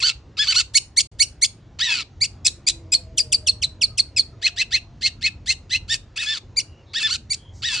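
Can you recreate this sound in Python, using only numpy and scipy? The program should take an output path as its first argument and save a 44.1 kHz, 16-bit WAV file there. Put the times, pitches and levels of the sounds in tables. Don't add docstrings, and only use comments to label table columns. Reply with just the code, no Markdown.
import sys
import numpy as np
from scipy import signal
from scipy.fft import rfft, irfft
from scipy.io import wavfile
from scipy.ndimage import uniform_filter1d, minimum_filter1d

SR = 44100
rng = np.random.default_rng(int(sys.argv[2]) if len(sys.argv) > 2 else 0)


def pcm_store(signal):
    levels = np.round(np.clip(np.atleast_2d(signal), -1, 1) * 32767)
    wavfile.write(sys.argv[1], SR, levels.astype(np.int16).T)


N = 343980
T = np.arange(N) / SR

# (f/Hz, relative level/dB)
WINDPIPE = [(900, -23), (1500, -15), (2300, -10), (2900, -11), (3500, -2), (4500, 0), (5600, -11),
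            (7500, -19), (9300, -28), (11000, -58)]


def amp(db):
    return 10 ** (np.asarray(db) / 20)


def evened(x):
    return x / np.sqrt(np.mean(x ** 2) + 1e-20)


def read(points, hz):
    f, value = np.transpose(points)
    return np.interp(np.log(hz + 1), np.log(f + 1), value)


def add(mix, s, sound):
    part = mix[round(s * SR):][:len(sound)]
    part += sound[:len(part)]


def drift(shape, size):
    smooth = uniform_filter1d(rng.standard_normal(shape), size)
    return evened(uniform_filter1d(smooth, size))


def edges(count):
    return signal.windows.tukey(count, min(.006 * SR / count, 1))


def controls(rows):
    s, hz, *levels_db = np.transpose(rows)
    t = np.arange(s[0], s[-1], 1 / SR)
    glide = uniform_filter1d(np.interp(t, s, hz), size=120, mode="nearest")
    gains = [np.interp(t, s, amp(db / 3)) ** 3 for db in levels_db]
    return t, glide, *gains


def fuzzy(table):
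    out = np.zeros(N)
    for s, length, start_hz, end_hz, width_hz, db in table:
        count = round(length * SR)
        size = max(round(SR / width_hz / 2), 1)
        phase = 2 * np.pi * np.cumsum(np.linspace(start_hz, end_hz, count)) / SR
        fuzz = drift(count, size) * np.cos(phase) + drift(count, size) * np.sin(phase)
        add(out, s, amp(db) * fuzz * signal.windows.tukey(count, .8))
    return out


def town():
    # (f/Hz, relative level/dB)
    hum_spectrum = [(22, -36), (45, -1), (82, 3), (160, -12.5), (300, -15.5), (680, -25), (1100, -29.5),
                    (2200, -35.5), (6800, -42.5), (9000, -67), (12000, -101)]
    # (f/Hz, likeness from 0 to 1)
    coherence = [(60, 0.99), (150, .994), (300, 0.98), (800, 0.86), (3000, 0.96)]
    # (t/s, level/dB)
    hum_level = [(0.0, -43), (0.91, -45.5), (2.61, -43), (2.8, -43), (7.8, -44)]
    frames, hz = N // 256 + 5, np.fft.rfftfreq(1024, 1 / SR)
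    a, b, c, d, patches = rng.standard_normal((frames, 513, 5)).T
    patches = evened(uniform_filter1d(uniform_filter1d(patches, 6, 0), 20, 1))
    same = np.clip(read(coherence, hz), -1, 1)[:, None]
    left, other = a + 1j * b, c + 1j * d
    z = np.array([left, same * left + np.sqrt(1 - same ** 2) * other])
    z *= amp(read(hum_spectrum, hz)[:, None] + 2.0 * patches)
    hum = evened(signal.istft(z, nperseg=1024, noverlap=768)[1][:, :N])
    return amp(np.interp(T, *np.transpose(hum_level))) * hum


def engine():
    # (t/s, f/Hz, level/dB)
    firing = [(0, 24, -65), (2, 23.2, -58.5), (2.7, 23, -48), (3.4, 21.5, -46.5), (3.8, 22.4, -44),
              (4.4, 22, -52.5), (5.2, 21.2, -47), (5.8, 20, -48), (6.5, 19.5, -75), (7.8, 21, -51.5)]
    # (multiple of the firing rate, relative level/dB)
    orders = [(1, -23.5), (2, -4.5), (3, 1.5), (4, 4), (5, -1), (6, -4.5), (7, -15), (8, -13), (9, -18),
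              (10, -11)]
    t, hz, gain = controls(firing)
    phase = 2 * np.pi * np.cumsum(hz) / SR
    total = 0
    for k, db in orders:
        total = total + amp(db + 3.4 * drift(len(t), size=6000)) * np.cos(k * phase + k * k)
    out = np.zeros(N)
    add(out, 0, gain * evened(total))
    return out


def whine():
    # (t/s, f/Hz)
    whine_pitch = [(2.45, 167.2), (2.9, 166.2), (3.1, 162.4), (3.35, 151.9), (3.6, 157.4), (3.9, 157.3),
                   (4.4, 171), (5.2, 171.4)]
    # (multiple of the pitch, loudest t/s, half width t/s, level/dB)
    swells = [(2, 2.78, 0.22, -51.5), (3, 3.15, 0.44, -56), (4, 3.23, 0.4, -52.5), (4, 4.6, .5, -60.5)]
    hz = np.interp(T, *np.transpose(whine_pitch)) * (1 + 0.02 * drift(N, size=1500))
    phase = 2 * np.pi * np.cumsum(hz) / SR
    out = np.zeros(N)
    for k, s, width, db in swells:
        bell = np.exp(-((T - s) / width) ** 2)
        out += amp(db + 3.4 * drift(N, size=900)) * bell * np.cos(round(k) * phase)
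    return out


def rasp(hz, phase, bright, size):
    # (f/Hz, relative level/dB)
    rasp_spectrum = [(800, -36.5), (1400, -22.5), (2100, -20.5), (2700, -1), (3200, -11), (4300, 1.5),
                     (5600, -11), (7500, -10.5), (9300, -22.5), (11000, -61)]
    k = np.arange(2, 18)[:, None] / 2
    tilt_db = bright * np.log2(k * hz / 4000)
    half_db = -3.0 * (k % 1 > 0)
    colour = amp(read(rasp_spectrum, k * hz) + tilt_db + half_db)
    colour /= np.sqrt(np.sum(colour ** 2, 0))
    a, b = drift((2, *colour.shape), size)
    bursts = amp(3.2 * drift(len(hz), size=55))
    return evened(bursts * np.sum(colour * (a * np.cos(k * phase) + b * np.sin(k * phase)), 0))


def second_half(rows, husk_db):
    t, hz, gain = controls(rows)
    phase = 2 * np.pi * np.cumsum(hz * (1 + 0.019 * drift(len(t), size=40))) / SR
    tone = np.sqrt(2) * (np.cos(phase) + amp(-18) * np.cos(2 * phase))
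    tone *= amp(2.4 * drift(len(t), size=60))
    husk = amp(husk_db) * rasp(hz / 2, phase / 2, 9.7, size=16)
    return t[0], gain * (tone + husk) * edges(len(t))


def strands():
    # (loudest t/s, rise t/s, fall t/s, level/dB, start f/Hz, end f/Hz)
    strand_rows = [(.006, 0.0068, 0.016, -27.5, 2820, 2192), (0.55, .013, .01, -28, 2458, 2508),
                   (1.924, .04, 0.092, -24, 2665, 2248), (4.468, .013, 0.02, -17, 2216, 3091),
                   (4.617, .022, 0.024, -20, 2220, 2849), (4.763, .024, 0.029, -20.5, 1993, 2797.5),
                   (5.064, .014, 0.021, -20.5, 2210, 3145), (5.267, .025, .029, -18.5, 2146, 2603),
                   (5.506, .012, 0.036, -22.5, 2245, 3032), (5.753, .018, 0.026, -19, 2383, 3050),
                   (5.951, .028, .02, -33.5, 2487, 2528), (6.175, .015, 0.011, -27, 2440, 3041),
                   (6.235, 0.049, .04, -27.5, 2570, 2465.5), (7.026, 0.034, 0.029, -27.5, 2750, 2414),
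                   (7.747, .05, 0.056, -29.5, 2778, 2597)]
    loudest_hz, start_db, end_db = 2597, -15, -20.5
    out = np.zeros(N)
    for s, rise_s, fall_s, db, start_hz, end_hz in strand_rows:
        curve = [(max(s - rise_s, 0), start_hz, db + start_db), (s, loudest_hz, db),
                 (s + fall_s, end_hz, db + end_db)]
        add(out, *second_half(curve, -15 + 1.6 * max(-20 - db, 0)))
    return out


def first_half(rows, bright):
    t, hz, tone_gain, rasp_gain = controls(rows)
    rough = 1 / (1 + (tone_gain / rasp_gain) ** 2)
    phase = 2 * np.pi * np.cumsum(hz * (1 + .035 * rough * drift(len(t), size=30))) / SR
    k = np.arange(1, 9)[:, None]
    treble_db = 2 * bright * np.maximum(np.log2(k * hz / 4500), 0)
    partials = amp(read(WINDPIPE, k * hz) + treble_db - 6.4 * rough * np.log2(k))
    partials *= amp(1.7 * np.log2(k) * drift(partials.shape, size=90))
    partials /= np.sqrt(np.sum(partials ** 2, 0) / 2)
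    tone = tone_gain * np.sum(partials * np.cos(k * phase + k * k), 0)
    voice = tone + rasp_gain * rasp(hz, phase, bright, size=60)
    return t[0], voice * edges(len(t))


def calls(contour, levels, attack_s, rows):
    (stage, place, factor), (tone, rough) = np.transpose(contour), np.transpose(levels)
    out = np.zeros(N)
    for s, hold_s, tail_s, tone_db, rasp_db, gape, *pitches_hz in rows:
        t = s + np.interp(stage, np.arange(4), np.cumsum([-attack_s, attack_s, hold_s, tail_s]))
        hz = factor * np.interp(place, np.arange(len(pitches_hz)), pitches_hz)
        add(out, *first_half(np.transpose([t, hz, tone_db + tone, rasp_db + rough]), gape))
    return out


def squawks():
    squawk_pitch = [(0, 0, .85), (.6, 0, .72), (1, 0, 1), (2, 1, 1), (2.5, 1, .88), (3, 1, .8)]
    squawk_db = [(-26, -18), (-11.5, -6.5), (0, -15), (-4.5, -1.5), (-15.5, -0.5), (-33, -19)]
    squawk_rows = [(.037, 0.025, 0.062, -15, -18.5, -1.5, 1415, 1584),
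                   (0.394, .034, .046, -17, -25, -3.5, 1654, 1766),
                   (.485, 0.027, 0.029, -16, -19, -1.5, 1502, 1561),
                   (.565, .027, .033, -14, -16.5, 2.5, 1425, 1512),
                   (7.11, 0.029, .032, -21, -21.5, 2, 1419, 1557)]
    return calls(squawk_pitch, squawk_db, .026, squawk_rows)


def steps():
    step_pitch = [(0, 0, .55), (.4, 0, .7), (1, 0, .985), (2, 0, 1), (2.25, 1, 1), (3, 1, .88)]
    step_db = [(-48.5, -33), (-29.5, -23.5), (1, -13.5), (2.5, -6.5), (-1.5, -5), (-34, -26)]
    step_rows = [(.755, .017, 0.021, -13.5, -10, 10, 2239, 2972),
                 (1.205, .017, 0.031, -14.5, -16, 9, 2248, 2987)]
    return calls(step_pitch, step_db, .02, step_rows)


def flicks():
    flick_pitch = [(0, 0, .72), (.4, 0, .84), (1, 0, 1), (2, 1, 1), (2.17, 1, .84), (2.42, 2, 1),
                   (2.7, 1.3, .9), (3, 1, .9)]
    flick_db = [(-47.5, -35.5), (-27.5, -27.5), (-4.5, -23.5), (0.5, -12.5), (-11, -5), (-9, -6.5),
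                (-22, -2.5), (-38, -15.5)]
    flick_rows = [(.975, 0.014, 0.03, -10.5, -11, 11, 2060, 2334, 3480),
                  (1.425, 0.014, 0.027, -11, -13.5, 10.7, 2087, 2312, 3700),
                  (2.217, 0.016, 0.032, -13.5, -20, 6.4, 2237, 2435, 2940),
                  (6.573, .015, .035, -14, -28.5, 6.8, 2387, 2350, 3013),
                  (7.308, .015, 0.032, -19, -23.5, 9.4, 2300, 2332, 2764)]
    return calls(flick_pitch, flick_db, .014, flick_rows)


def screeches():
    screech_pitch = [(0, 0, .66), (.4, 0, .74), (.75, 0, .95), (1, 0, 1), (1.5, .75, 1), (2, 1, 1),
                     (2.3, 1, .86), (2.85, 1, .66), (3, 1, .58)]
    screech_db = [(-29, -12.5), (-17.5, -7), (-9, -4), (-5, -4), (0, -4), (-2, -2), (-11, -1.5), (-15, -3),
                  (-27.5, -16.5)]
    screech_rows = [(1.81, .035, .188, -18, -24, -4.5, 1585, 1993),
                    (6.18, .03, .038, -26, -31, -8.5, 1523, 1923),
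                    (6.268, .065, .058, -23.5, -28.5, -3, 1702, 1784),
                    (6.955, .03, .04, -21, -28, -3.5, 1605, 1897),
                    (7.037, .032, .032, -19, -27.5, -6.5, 1776, 1745),
                    (7.642, .023, .188, -21.5, -26.5, -3, 1610, 1939)]
    return calls(screech_pitch, screech_db, .023, screech_rows)


def growls():
    growl_rows = [(1.84, 0.14, 1120, 793, 70, -49), (6.29, 0.081, 1244, 980, 70, -54),
                  (7.69, 0.097, 1156, 800, 70, -49)]
    return fuzzy(growl_rows)


def chips():
    chip_pitch = [(0, 0, 1), (1, 1, 1), (2, 2, 1), (3, 2, .83)]
    chip_db = [(-22.5, -36), (-1.5, -19), (-2, -11.5), (-14.5, -1.5)]
    chip_rows = [(2.455, .012, .006, -18.5, -1, 11.3, 2551, 2470, 2597),
                 (2.674, .011, .006, -14.5, -3.5, 8.3, 2266, 2353, 2543),
                 (2.927, .012, .005, -12.5, -6.5, 11, 2300, 2572, 2453),
                 (4.171, .010, .009, -14.5, -11, 6, 2643, 2586, 2366)]
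    return calls(chip_pitch, chip_db, .009, chip_rows)


def whistles():
    # (loudest t/s, fall t/s, level/dB, husk relative level/dB, start f/Hz, loudest f/Hz, end f/Hz)
    whistle_rows = [(2.48, .015, -16.5, -5.5, 4530, 3900, 3960),
                    (2.698, .019, -16.5, -3.5, 3960, 4010, 3950),
                    (2.951, 0.017, -10, -15.5, 4170, 4430, 4190),
                    (3.205, .016, -12.5, -13.5, 4905, 4706, 4750),
                    (3.347, 0.016, -11, -17, 4960, 4690, 4510),
                    (3.494, .017, -9.5, -18.5, 4236, 4315, 4000),
                    (3.647, 0.014, -11.5, -18.5, 4110, 3986, 4080),
                    (3.843, 0.016, -9.5, -19.5, 4467, 4462, 4180),
                    (4.003, .009, -9, -15.5, 4530, 4360, 4310), (4.197, .02, -10.5, -17, 4770, 4480, 4130)]
    swoop_s, rise_s, hook_s = .004, .008, .009
    swoop_hz, hook_factor = 2420, .78
    swoop_db, start_db, end_db, hook_db = -20.5, -8.5, -23, -42
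    out = np.zeros(N)
    for s, fall_s, db, husk_db, start_hz, loudest_hz, end_hz in whistle_rows:
        start, end = s - rise_s, s + fall_s
        curve = [(start - swoop_s, swoop_hz, db + swoop_db), (start, start_hz, db + start_db),
                 (s, loudest_hz, db), (end, end_hz, db + end_db),
                 (end + hook_s, hook_factor * end_hz, db + hook_db)]
        add(out, *second_half(curve, husk_db))
    return out


def dives():
    dive_pitch = [(0, 0, 1), (.5, .55, 1), (1, 1, 1), (1.5, 1.55, 1), (2, 2, 1), (3, 3, 1)]
    dive_db = [(-39, -32), (-16, -18), (-2, -11.5), (-1, -8.5), (-1.5, -2), (-8.5, -1)]
    dive_rows = [(3.181, .011, .005, -10.5, -16.5, 11.5, 4220, 3100, 2507, 2140),
                 (3.328, 0.0053, .005, -11.5, -16.5, 11.3, 3973, 3000, 2530, 2150),
                 (3.474, .010, 0.0055, -15, -20.5, 7.5, 3950, 3000, 2635, 2600),
                 (3.627, .008, 0.0065, -18, -25.5, 3.4, 3524, 2900, 2280, 1930),
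                 (3.82, .011, .007, -14.5, -26, 3.6, 3824, 2830, 2377, 2140),
                 (3.983, .007, .007, -17, -19, 9, 3596, 2800, 2485, 1920)]
    return calls(dive_pitch, dive_db, .011, dive_rows)


def far_calls():
    far_rows = [(3.823, 0.18, 1326, 1204, 40, -62.5), (4.321, 0.036, 1314, 1300, 49.8, -57),
                (6.63, .25, 2800, 2840, 150, -61.5), (6.849, 0.14, 3820, 3880, 400, -56.5),
                (7.33, 0.24, 3180, 3240, 180, -56.5), (7.517, 0.13, 6120, 5830, 1790, -55.5)]
    return fuzzy(far_rows)


def drone():
    drone_rows = [(4.3, 1.5, 270, 230.4, 109, -58)]
    return fuzzy(drone_rows)


def cries():
    cry_pitch = [(0, 0, .66), (1, 0, 1), (1.5, .7, 1), (2, 1, 1), (2.5, 1.25, 1), (3, 2, 1)]
    cry_db = [(-45.5, -25.5), (-10.5, -11), (-3.5, -8), (-1, 1.5), (-14.5, -3), (-33, -28)]
    cry_rows = [(4.435, 0.024, 0.042, -16, -23, -2, 1937, 2174, 1038),
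                (4.581, 0.026, 0.029, -16.5, -21.5, -1.5, 1868, 2095, 1400),
                (4.728, 0.022, 0.032, -14, -21, -2.5, 1780, 2135, 1600),
                (5.03, 0.032, .033, -17.5, -20, -1, 2025, 2173, 1661),
                (5.232, .025, 0.037, -17.5, -22.5, -2.5, 2008, 2178, 1550),
                (5.48, .025, .033, -16, -20, 4, 1958, 2129, 1786),
                (5.716, .019, 0.051, -15.5, -23.5, -2.5, 1923, 2044, 2050),
                (5.9, .027, .038, -17, -23, 2.5, 1734, 1857, 1600)]
    return calls(cry_pitch, cry_db, .022, cry_rows)


def crossed_tones(first, second):
    windpipe_db = read(WINDPIPE, np.fft.rfftfreq(N, 1 / SR))
    return irfft(rfft(first * second) * amp(7.0 + windpipe_db), N)


def ports(x):
    # (f/Hz, phase by which left leads/rad)
    port_lead = [(3000, 0), (5000, -.2), (7150, -1), (8500, -2.1), (9600, -3)]
    lead = read(port_lead, np.fft.rfftfreq(N, 1 / SR)) / 2
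    return irfft(rfft(x) * np.exp(1j * np.array([lead, -lead])), N)


def terrace(x):
    # (f/Hz, time to decay by 60 dB t/s)
    decay = [(1500, 0.22), (4000, 0.22), (8000, 0.21)]
    taps = np.zeros((2, SR // 2))
    at = np.arange(300, SR // 2 - 20, 20) + rng.integers(0, 20, (2, (SR // 2 - 301) // 20))
    np.put_along_axis(taps, at, rng.choice([-1., 1.], at.shape), 1)
    hz, t, z = signal.stft(taps, SR, nperseg=256)
    tail = signal.istft(z * amp(-60 * t / read(decay, hz)[:, None]), SR, nperseg=256)[1]
    tail *= amp(-18.5) / np.linalg.norm(tail[0])
    near = rng.integers(20, 260, 4) + rng.integers(0, 12, (2, 4))
    np.put_along_axis(tail, near, amp(-12.5) * rng.choice([-1., 1.], (1, 4)), 1)
    return signal.fftconvolve(x[None], tail, axes=1)[:, :N]


def scene():
    first = squawks() + steps() + flicks() + screeches() + growls() + chips() + dives() + cries()
    second = strands() + whistles()
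    bird = first + second + crossed_tones(first, second)
    surroundings = town() + engine() + whine() + far_calls() + drone()
    return ports(bird) + terrace(bird) + surroundings


def record(dry):
    # (from t/s, to t/s)
    dropout = (1.071, 1.116)
    edge_hz, ceiling = 12500, .85
    dry = signal.sosfilt(signal.butter(4, 36., "high", fs=SR, output="sos"), dry)
    room = minimum_filter1d(ceiling / np.maximum(abs(dry).max(0), ceiling), 129)
    dry = dry * uniform_filter1d(room, 129)
    running = uniform_filter1d(1. * ((T < dropout[0]) | (T > dropout[1])), 150)
    band = signal.firwin(511, edge_hz, window=("kaiser", 9), fs=SR)
    return signal.oaconvolve(dry * running, band[None], "same")


dry = scene()
out = record(dry)
pcm_store(out)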